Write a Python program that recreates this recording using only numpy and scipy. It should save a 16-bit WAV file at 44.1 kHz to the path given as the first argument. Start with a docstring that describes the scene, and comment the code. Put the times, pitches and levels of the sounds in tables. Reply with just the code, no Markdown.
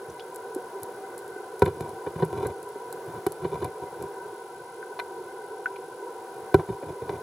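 """A low, hollow hum: a quiet river drives the resonances of a camera's plastic housing, held just under.
The grip knocks and scuffs the case, ringing the same modes, damped by the hand.
Close by: small clacks, sharp ticks and short pings (bubbles and brief rings of the housing).
Behind them the electronics add hiss and a thin pulsing whine."""
import sys
import numpy as np
from scipy import signal
from scipy.fft import rfft, irfft
from scipy.io import wavfile
from scipy.ndimage import uniform_filter1d

SR = 44100
rng = np.random.default_rng(int(sys.argv[2]) if len(sys.argv) > 2 else 0)


def waveform_to_disk(signal):
    """Save audio, clipped to [-1, 1], as 16-bit WAV at the path in sys.argv[1]."""
    frames = np.transpose(np.atleast_2d(signal))
    scaled = np.clip(frames, -1, 1) * 32767
    samples = np.round(scaled).astype(np.int16)
    wavfile.write(sys.argv[1], SR, samples)


N = 318402

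# housing modes: f/Hz, width/Hz, level when touched/dB, level when water-driven/dB
HOUSING_MODES = [(93, 6.6, -7.5, -56), (125.3, 24.6, 7, -34.5), (156.2, 9.6, 2.5, -26), (228, 91, -66, -34),
                 (358.6, 22, -7.5, -3.5), (395.9, 35.7, 18, 2), (466, 50.5, 6.5, 1), (766.3, 41.8, 2.5, -3),
                 (975.2, 42, 8, -0.5), (1363, 25, -12, -13.5), (1506, 42, -2.5, -7), (2054, 24.4, -7, -20),
                 (2382, 127, 7, -34), (2987, 73, -3.5, -44.5), (3595, 140, 2, -44), (4000, 100, -2.5, -39),
                 (4140, 35, -25.5, -40)]
# water wash spectrum: f/Hz, level/dB
WASH_SPECTRUM = [(25, -35), (55, -30), (100, -25), (200, -7), (300, -1.5), (560, 4), (1100, -4),
                 (1700, -11), (2600, -27), (5000, -26)]
# knocks on the housing: t/s, contact time/s, body peak/dB, thump re body/dB
KNOCK_EVENTS = [(1.62, 0.0021, -5, -8.5), (1.6236, 0.002, -12.5, 0.5), (1.673, 0.0041, -23, -4),
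                (1.807, 0.00044, -25, -1.5), (2.063, 0.0044, -23, -13.5), (2.156, 0.0031, -28, 1),
                (2.223, 0.0034, -15, -3.5), (2.451, 0.0046, -20.5, -6), (3.2647, 0.002, -14, -15.5),
                (3.444, .0042, -17.5, -14), (3.62, 0.0049, -19.5, -12), (3.644, 0.0032, -24, -15),
                (6.5429, 0.0019, -4, -7.5), (6.685, 0.0053, -23, -4), (6.824, 0.0052, -27, -16),
                (7.016, 0.0055, -28, -7), (7.094, 0.00073, -21, -16)]
# grip scuffs: centre t/s, length/s, body level/dB
SCUFF_EVENTS = [(0.113, .05, -41.5), (0.835, 0.022, -42), (1.67, 0.06, -29), (1.839, 0.17, -39),
                (2.224, 0.066, -30), (2.362, 0.11, -33.5), (2.432, 0.051, -31), (2.498, 0.043, -35.5),
                (3.096, 0.038, -38.5), (3.164, 0.043, -37.5), (3.442, 0.052, -33), (3.543, 0.058, -30),
                (3.638, 0.074, -31.5), (3.836, 0.025, -39.5), (4.03, 0.066, -37), (6.596, 0.03, -29),
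                (6.733, 0.022, -31), (6.895, 0.068, -37.5), (7.116, 0.11, -34)]
# short pings, bubbles and brief rings of the housing: t/s, f/Hz, ring level/dB, snap re ring/dB
PING_EVENTS = [(0.099, 5840, -48, 4), (.1952, 2900, -47, 12.5), (.2056, 3320, -43, -18),
               (0.56, 370, -21, -2), (1.361, 410, -29.5, -12), (2.757, 392, -26.5, -12),
               (4.827, 1506, -33, -14), (4.992, 4140, -37.5, -6), (5.658, 1480, -17, -9.5),
               (5.759, 2370, -46, 9)]
# light hard clacks: t/s, wall peak/dB, crack peak/dB
CLACK_EVENTS = [(1.66, -30, -27.5), (2.193, -31, -57), (4.991, -24.5, -31.5), (4.997, -27.5, -26.5),
                (6.596, -29, -45)]
# ticks on the housing: t/s, relative level/dB
TICK_EVENTS = [(.346, -42), (.3591, -34.5), (.5476, -35.5), (.832, -31), (1.1783, -36), (1.5938, -37),
               (1.621, -34.5), (1.6551, -38), (1.808, -38), (2.251, -40.5), (2.469, -34.5), (2.926, -33.5),
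               (3.266, -29), (3.3205, -34.5), (3.6444, -35), (4.024, -38), (6.543, -32)]
# tick spectrum: f/Hz, gain/dB
TICK_SPECTRUM = [(1500, -40), (3200, -24), (4000, 0), (6200, -6), (7800, 5), (8700, -0.5), (9900, 9.5),
                 (11300, 4.5), (12800, 2.5), (15500, -15)]
# microphone hiss spectrum: f/Hz, level/dB
HISS_SPECTRUM = [(1200, -9), (2700, 0), (5000, -2), (9800, -2.5), (12000, -7), (15300, -23)]
# difference between the microphone ports, hiss: f/Hz, side re mid/dB
HISS_SIDE_GAIN = [(2400, -3), (4400, 0.5), (8100, -9.5), (11000, -8), (15000, 14.5)]
# difference between the microphone ports, housing: f/Hz, side re mid/dB
SHELL_SIDE_GAIN = [(100, -61), (200, -28), (380, -25), (700, -15), (1300, -9.5), (2400, -6.5),
                   (4400, -10.5)]

HARD_CONTACT_S = 0.0022


def water_hum(hum_db=-39.5, wash_db=-50, skirt=2.33, widening=2.05, waver_db=1.47):
    """Moving water drives each mode with noise, over a broad wash; each swells on its own."""
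    bins_hz = np.fft.rfftfreq(N, 1 / SR)
    hum = 0
    for hz, width_hz, _, db in HOUSING_MODES:
        detuning = 2 * (bins_hz - hz) / (widening * width_hz)
        resonance = (1 + detuning ** 2) ** (-skirt / 2)
        mode = irfft(rfft(rng.standard_normal(N)) * resonance, N)
        hum = hum + mode * undb(db + waver_db * drift(9))
    wash = colour(rng.standard_normal(N), WASH_SPECTRUM) * undb(2 * drift(3.1))
    return at_rms(hum, hum_db) + at_rms(wash, wash_db)


def housing_rings():
    """Impulse responses of four mode families: whole-case thump, body, walls, crack."""
    t = np.arange(SR // 6) / SR
    rings = []
    for lo_hz, hi_hz in [(72, 250), (310, 560), (690, 1800), (1900, 6000)]:
        modes = sum(undb(db) * np.exp(-np.pi * width_hz * t) * np.sin(2 * np.pi * hz * t)
                    for hz, width_hz, db, _ in HOUSING_MODES if lo_hz <= hz < hi_hz)
        rings.append(band(modes, lo_hz, hi_hz))
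    return rings


def gripped_rings(added_width_hz=5.1):
    """A hand on the case damps every mode."""
    return [ring * np.exp(-np.pi * added_width_hz * np.arange(len(ring)) / SR)
            for ring in housing_rings()]


def blow(contact_s):
    """Force and chatter of a blow: a push, then a swelling rattle. Shorter contact, stronger push."""
    t = np.arange(SR // 20) / SR
    push = (t == 0) * (HARD_CONTACT_S / contact_s) ** 2
    chatter = rng.standard_normal(len(t)) * t * np.exp(-t / contact_s)
    return push + chatter / np.linalg.norm(chatter), chatter


def knocks(snap_re_crack_db=-10):
    """Each blow rings all four families; longer contact dulls walls and crack."""
    out, rings = np.zeros(N), gripped_rings()
    for start_s, contact_s, body_db, thump_db in KNOCK_EVENTS:
        force, chatter = blow(contact_s)
        doublings = np.log2(contact_s / HARD_CONTACT_S)
        wall_db, crack_db = -6 - doublings, -18 - 3.5 * doublings
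        for ring, share_db in zip(rings, (thump_db, 0, wall_db, crack_db)):
            add(out, start_s, at_peak(signal.fftconvolve(force, ring), body_db + share_db))
        snap = band(chatter, 3600, 5750)  # straight from the contact
        add(out, start_s, at_peak(snap, body_db + crack_db + snap_re_crack_db))
    return out


def scuffs(creep_db=-59, slips_per_s=600, slip_cutoff_hz=790):
    """Skin sticks and slips on the case: dense uneven pushes into the modes, fine crackle on top."""
    t = np.arange(N) / SR
    pressure = undb(creep_db + 3.5 * drift(14))  # the resting hand creeps
    for centre_s, length_s, db in SCUFF_EVENTS:
        pressure += undb(db) * np.exp(-(2 * (t - centre_s) / length_s) ** 2)
    slipping = rng.random(N) < slips_per_s / SR
    slips = slipping * rng.choice([-1, 1], N) * undb(3 * rng.standard_normal(N))
    sharp = slips * np.abs(slips)  # big slips are sharpest: treble comes in separate ticks
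    # skin is too slow to push the walls much above the cutoff
    soft = signal.sosfilt(signal.butter(2, slip_cutoff_hz, fs=SR, output="sos"), slips)
    thump, body, wall, crack = (signal.fftconvolve(force, ring)[:N]
                                for force, ring in zip((slips, slips, soft, sharp), gripped_rings()))
    ringing = at_rms(thump, -5.5) + at_rms(body, 0) + at_rms(wall, -5) + at_rms(crack, -22.5)
    rasp = at_rms(band(sharp, 2400, 6300), -28)
    crackle = at_rms(colour(sharp, TICK_SPECTRUM), -29)
    return pressure * (ringing + rasp + crackle)


def pings(t60_at_1khz_s=0.057, rise=0.051, onset_s=0.00032, snap_s=0.006):
    """Bubbles and brief rings of the housing: a snap and a tone creeping up; high ones fade sooner."""
    out, t = np.zeros(N), np.arange(SR // 10) / SR
    for start_s, hz, db, snap_db in PING_EVENTS:
        t60_s = t60_at_1khz_s * (hz / 1000) ** -0.4
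        envelope = (1 - np.exp(-t / onset_s)) * undb(-60 * t / t60_s)
        ring = at_peak(envelope * np.sin(2 * np.pi * hz * t * (1 + rise * t / t60_s)), db)
        burst = rng.standard_normal(len(t)) * np.exp(-t / snap_s)
        snap = at_peak(band(burst, hz / 2, 2 * hz), db + snap_db)
        add(out, start_s, band(ring + snap, 0.72 * hz, 1.6 * hz))  # rounds the attack
    return out


def clacks(contact_s=0.0018):
    """Something small and hard rings the walls without moving the case."""
    out = np.zeros(N)
    _, _, wall, crack = housing_rings()
    for start_s, wall_db, crack_db in CLACK_EVENTS:
        force, chatter = blow(contact_s)
        wall_ring = at_peak(signal.fftconvolve(force, wall), wall_db)
        crack_ring = at_peak(signal.fftconvolve(force, crack), crack_db)
        snap = at_peak(band(chatter, 1500, 2500), crack_db - 3)
        tick = at_peak(colour(chatter, TICK_SPECTRUM), crack_db - 12)
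        add(out, start_s, wall_ring + crack_ring)
        add(out, start_s, snap + tick)
    return out


def ticks(gain_db=-14, side_db=-7, faint_count=6, faint_db=-44, faint_until_s=4):
    """Tiny hard snaps, stereo: a 1 ms burst with a short fading tail."""
    mid, side = np.zeros((2, N))
    t = np.arange(SR // 30) / SR
    envelope = (1 - np.exp(-t / 0.0003)) * (np.exp(-t / 0.001) + 0.7 * np.exp(-t / 0.004))
    faint = [(rng.uniform(0, faint_until_s), faint_db + rng.uniform(-2, 2)) for _ in range(faint_count)]
    for start_s, db in list(TICK_EVENTS) + faint:
        for channel in (mid, side):
            add(channel, start_s, at_rms(rng.standard_normal(len(t)) * envelope, db + gain_db))
    return stereo(colour(mid, TICK_SPECTRUM), undb(side_db) * colour(side, TICK_SPECTRUM))


def electronics(hiss_db=-60, whine_db=-62, whine_hz=10866, frame_hz=50, whistles_db=-76):
    """Microphone hiss, a whine on for about half of each picture frame, two faint steady whistles."""
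    t = np.arange(N) / SR
    mid, side = (at_rms(colour(rng.standard_normal(N), HISS_SPECTRUM), hiss_db) for _ in range(2))
    hiss = stereo(mid, colour(side, HISS_SIDE_GAIN))
    switched_on = np.cos(2 * np.pi * (frame_hz * t - 0.17)) > -0.1
    gate = uniform_filter1d(switched_on.astype(float), 60)
    whine = gate * np.sin(2 * np.pi * np.cumsum(whine_hz + 22 * drift(60)) / SR)
    whistles = np.sin(2 * np.pi * 15500 * t) + np.sin(2 * np.pi * 15550 * t)
    return hiss + at_rms(whine, whine_db) + at_rms(whistles, whistles_db)


def microphone_ports(x, detour_s=0.001204):
    """A second path round the shell arrives late and pushes the two ports in opposite ways."""
    late = np.interp(np.arange(N) - detour_s * SR, np.arange(N), x, left=0)
    return stereo(x, colour(late, SHELL_SIDE_GAIN))


def stereo(mid, side):
    """Mid and side to left and right."""
    return np.array([mid + side, mid - side])


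def undb(db):
    """Decibels to gain."""
    return 10 ** (np.asarray(db) / 20)


def at_rms(x, db):
    """Scale to an rms level."""
    return x * undb(db) / np.sqrt(np.mean(x ** 2))


def at_peak(x, db):
    """Scale to a peak level."""
    return x * undb(db) / np.max(np.abs(x))


def colour(x, points):
    """Filter by (f/Hz, gain/dB) points, interpolated over log frequency."""
    hz, db = np.transpose(points)
    bins_hz = np.fft.rfftfreq(len(x), 1 / SR)
    gain_db = np.interp(np.log(bins_hz + 1), np.log(hz), db)
    return irfft(rfft(x) * undb(gain_db), len(x))


def band(x, lo_hz, hi_hz):
    """Causal band-pass."""
    return signal.sosfilt(signal.butter(2, [lo_hz, hi_hz], "band", fs=SR, output="sos"), x)


def drift(rate_hz):
    """Random steps, smoothed twice; rms 1."""
    hold = int(SR / rate_hz)
    steps = np.repeat(rng.standard_normal(600)[:N // hold + 1], hold)[:N]
    return at_rms(uniform_filter1d(uniform_filter1d(steps, hold), hold), 0)


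def add(out, start_s, sound):
    """Mix a sound in at start_s."""
    i = int(start_s * SR)
    out[i:i + len(sound)] += sound[:N - i]


def scene():
    """Housing sounds and pings through the two ports, plus close ticks and electronics."""
    through_shell = water_hum() + knocks() + clacks() + scuffs() + pings()
    return microphone_ports(through_shell) + ticks() + electronics()


def record(dry, low_cut_hz=52, high_cut_hz=15900):
    """The camera drops the deepest bass, clips at full scale and cuts the top."""
    high_pass = signal.butter(3, low_cut_hz, "high", fs=SR, output="sos")
    low_pass = signal.ellip(10, 0.2, 80, high_cut_hz, fs=SR, output="sos")
    clipped = np.clip(signal.sosfilt(high_pass, dry), -1, 1)
    return signal.sosfilt(low_pass, clipped)


dry = scene()
out = record(dry)
waveform_to_disk(out)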